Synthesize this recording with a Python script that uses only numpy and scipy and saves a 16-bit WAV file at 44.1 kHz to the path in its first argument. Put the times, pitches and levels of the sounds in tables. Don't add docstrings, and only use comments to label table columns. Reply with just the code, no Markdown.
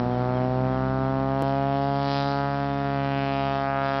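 import sys
import numpy as np
from scipy import signal
from scipy.fft import rfft, irfft
from scipy.io import wavfile

SR = 44100
rng = np.random.default_rng(int(sys.argv[2]) if len(sys.argv) > 2 else 0)


def bounce(signal):
    frames = np.transpose(np.atleast_2d(signal))
    limited = np.clip(frames, -1, 1)
    pcm = np.round(limited * 32767).astype(np.int16)
    wavfile.write(sys.argv[1], SR, pcm)


N = 176400
T = np.arange(N) / SR
STEP = 100
SLOW_T = np.arange(0, N, STEP) / SR
TREBLE_LAG_S = .00045
SKIP_AT_S, SKIP_S = 1.423, .001152

# time_s, level_db
CRACKLE_LEVEL = [(0.0, -77), (1.18, -73.5), (1.48, -52.5), (1.64, -59.5), (1.82, -50.5), (1.9, -54),
                 (2.13, -39), (2.32, -43.5), (2.44, -52.5), (2.99, -54.5), (3.31, -49), (3.61, -49),
                 (3.73, -62), (3.88, -47), (3.99, -47), (4.0, -58)]


def from_db(db):
    return 10 ** (np.asarray(db) / 20)


def rms_one(x):
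    return x / np.sqrt(np.mean(x ** 2) + 1e-20)


def in_time(rows):
    return np.interp(T, *np.transpose(rows))


def at_hz(spectrum, hz):
    points_hz, db = np.transpose(spectrum)
    return np.interp(np.log(hz), np.log(points_hz), db)


def drift(rate_hz):
    hop, settle = 40, 2000
    pole = np.exp(-2 * np.pi * rate_hz * hop / SR)
    white = rng.standard_normal(N // hop + settle + 2)
    slow = signal.lfilter([1], [1, -2 * pole, pole * pole], white)[settle:]
    return np.interp(np.arange(N) / hop, np.arange(len(slow)), rms_one(slow))


def noise(spectrum):
    hz = np.maximum(np.arange(N // 2 + 1) * SR / N, 1)
    return rms_one(irfft(rfft(rng.standard_normal(N)) * from_db(at_hz(spectrum, hz)), N))


def drone(rate_hz, turns, jitter_s=.000012):
    turns = turns + rate_hz * jitter_s * drift(66)
    orders = np.arange(1, 46)
    hz = np.outer(orders, rate_hz[::STEP])
    db = band_swells(pulse_colour(hz))
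    pulses = np.zeros(N)
    for order, gain, phase in zip(orders, from_db(db), pulse_phases(hz, db)):
        angle = 2 * np.pi * order * turns + np.interp(T, SLOW_T, phase)
        pulses += np.interp(T, SLOW_T, gain) * np.cos(angle)
    every_other = .067 * np.cos(np.pi * turns)
    every_fourth = .008 * np.cos(np.pi * turns / 2)
    return pulses * (1 + every_other + every_fourth + .033 * drift(40))


def pulse_colour(hz, echo_gain=.44, echo_drift_s_per_s=.0013):
    # pitch_hz, relative_db
    spectrum = [(125, 1), (270, -.5), (370, -3), (415, -6), (490, -5), (555, -3), (690, 3), (830, -2.5),
                (965, -7.5), (1100, -11.5), (1250, -11), (1650, -17), (2200, -24), (3200, -24.5),
                (5000, -27), (5800, -42)]
    # time_s, centre_hz, relative_cut_db
    hollow = [(2.9, 1050, -0.5), (3.25, 1300, 6), (3.5, 1934, 1.5), (3.65, 2800, 11), (3.75, 3975, 21),
              (3.85, 6000, -3)]
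    treble = 1 / (1 + (2600 / hz) ** 4)
    turbulence = np.array([drift(rate_hz=3)[::STEP] for _ in hz])
    shimmer_db = ((1 - treble) + 2.6 * treble) * turbulence
    time_s, centre_hz, cut_db = np.transpose(hollow)
    octaves_away = np.log2(hz / np.interp(SLOW_T, time_s, centre_hz))
    hollow_db = np.interp(SLOW_T, time_s, cut_db) * np.exp(-(octaves_away / .18) ** 2)
    echo = echo_gain * treble * np.exp(-2j * np.pi * hz * echo_drift_s_per_s * SLOW_T)
    return at_hz(spectrum, hz) + shimmer_db - hollow_db + 20 * np.log10(abs(1 + echo))


def band_swells(db):
    # time_s, level_db
    bass = [(0.0, -26.5), (0.66, -25), (0.76, -27.5), (0.81, -26), (2.08, -27.5), (2.52, -29),
            (3.17, -27.5), (3.7, -32), (4.0, -31)]
    body = [(0, -31), (.45, -28.5), (.92, -31.5), (1.3, -29), (1.52, -26.6), (1.85, -26.9), (2.05, -28.2),
            (2.4, -28.6), (2.76, -31.3), (2.9, -29.8), (3.19, -30.3), (3.42, -27.5), (4, -27.3)]
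    blare = [(0.0, -40.5), (0.18, -41.5), (0.21, -37.5), (0.39, -38), (0.47, -42.5), (0.76, -36),
             (0.92, -36), (1.84, -39), (2.42, -34.5), (2.74, -39.5), (2.84, -37.5), (3.38, -37.5),
             (3.79, -32), (4.0, -32.5)]
    rasp = [(0.0, -54.5), (0.41, -49), (0.63, -57), (0.65, -50), (0.95, -55), (1.74, -48.5), (1.93, -51.5),
            (2.17, -42.5), (2.27, -49.5), (2.82, -48.5), (3.19, -39.5), (3.45, -40.5), (3.61, -44),
            (4.0, -42)]
    bands = [(db_rows, in_time(level)[::STEP]) for db_rows, level in [
        (slice(0, 3), bass), (slice(3, 7), body), (slice(7, 13), blare),
        (slice(13, 23), rasp), (slice(23, 40), CRACKLE_LEVEL)]]
    orders, centre_orders = np.arange(len(db)) + 1, [2, 5.5, 10, 18, 29]
    shares = np.transpose([np.interp(orders, centre_orders, band) for band in np.eye(len(bands))])
    for _ in range(2):
        power = from_db(db) ** 2 / 2
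        lift_db = [level_db - 10 * np.log10(power[rows].sum(axis=0)) for rows, level_db in bands]
        db = db + shares @ np.array(lift_db)
    return db


def pulse_phases(hz, db, ring_range_db=11.5, crack_above_hz=900):
    ringing_db = np.maximum(db - db.max(axis=0), -ring_range_db)
    zero_hz_db = np.full(len(SLOW_T), -ring_range_db)
    cepstrum = irfft(np.log(from_db(np.vstack([zero_hz_db, ringing_db]))), axis=0)
    causal = 2 * rfft(cepstrum[:len(db)], len(cepstrum), axis=0).imag[1:]
    return causal - 2 * np.pi * TREBLE_LAG_S * np.maximum(hz - crack_above_hz, 0)


def shaft_hum(turns, third_db=1.5):
    # time_s, level_db
    hum_level = [(0, -45), (.8, -42), (1.5, -45), (2.3, -49.5), (2.9, -45.5), (4, -48.5)]
    tones = np.cos(np.pi * turns) + from_db(third_db) * np.cos(3 * np.pi * turns)
    return np.sqrt(2) * from_db(in_time(hum_level) + 1.3 * drift(3)) * tones


def rush(turns, hiss_db=-49.5, pulsing=.34):
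    # time_s, level_db
    rumble_level = [(0, -35.5), (.6, -39), (1.2, -41), (1.6, -48.5), (4, -48)]
    # pitch_hz, relative_db
    rumble_spectrum = [(25, -10.5), (50, -11.5), (100, -2), (170, -4.5), (300, 1), (450, -13), (700, -6),
                       (1400, -18), (3000, -36.5)]
    hiss_spectrum = [(400, -9), (800, 0.5), (1500, 4), (2200, -3), (3200, -3), (4200, -3.5), (5500, -10.5)]
    rumble = from_db(in_time(rumble_level)) * noise(rumble_spectrum)
    swell = rms_one(np.exp(pulsing * np.cos(2 * np.pi * turns - 1)))
    return rumble + from_db(hiss_db) * swell * noise(hiss_spectrum)


def bird():
    # start_s, length_s, top_hz, level_db
    calls = [(0.092, 0.088, 3230, -52), (0.18, 0.054, 3230, -58), (.33, 0.069, 3250, -50.5),
             (0.659, 0.16, 3260, -57), (0.405, 0.065, 2960, -56), (0.85, .06, 3050, -57),
             (1.022, 0.083, 3320, -57)]
    whistles = np.zeros(N)
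    for start_s, length_s, top_hz, level_db in calls:
        along = np.clip((T - start_s) / length_s, 0, 1)
        hz = top_hz - 888 * (along - .35) ** 2
        whistles += from_db(level_db) * np.sin(np.pi * along) * np.sin(2 * np.pi * np.cumsum(hz) / SR)
    return whistles


def spit(rate_hz, turns, relative_db=-1.5, sharpness=5.6):
    puffs = rms_one(np.exp(sharpness * np.cos(2 * np.pi * (turns - rate_hz * TREBLE_LAG_S))))
    bright = noise([(800, -21.5), (2500, 2), (5500, -.5)])
    return from_db(in_time(CRACKLE_LEVEL) + relative_db) * puffs * bright


def scene():
    # time_s, rate_hz
    speed = [(0.0, 122.3), (0.08, 123.2), (0.43, 126.8), (1.06, 132.8), (1.56, 137.1), (1.93, 139.3),
             (2.57, 140.2), (2.93, 139.2), (2.97, 138.6), (3.3, 137.5), (4.0, 136.8)]
    rate_hz = in_time(speed)
    skip = rate_hz * SKIP_S * (T > SKIP_AT_S)
    turns = np.cumsum(rate_hz) / SR + skip
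    plane = drone(rate_hz, turns) + spit(rate_hz, turns) + shaft_hum(turns) + rush(turns)
    return (plane + bird())[None]


def record(dry, ceiling=.27, dull_hz=6400, cutoff_hz=16000, tick_db=-20, tick_decay_s=.00015):
    rounded = dry / (1 + (dry / ceiling) ** 8) ** (1 / 8)
    dull = signal.sosfilt(signal.cheby2(12, 50, dull_hz, fs=SR, output="sos"), rounded)
    tick = from_db(tick_db) * (T > SKIP_AT_S) * np.exp(-abs(T - SKIP_AT_S) / tick_decay_s)
    return signal.sosfilt(signal.cheby2(12, 70, cutoff_hz, fs=SR, output="sos"), dull - tick)


dry = scene()
out = record(dry)
bounce(out)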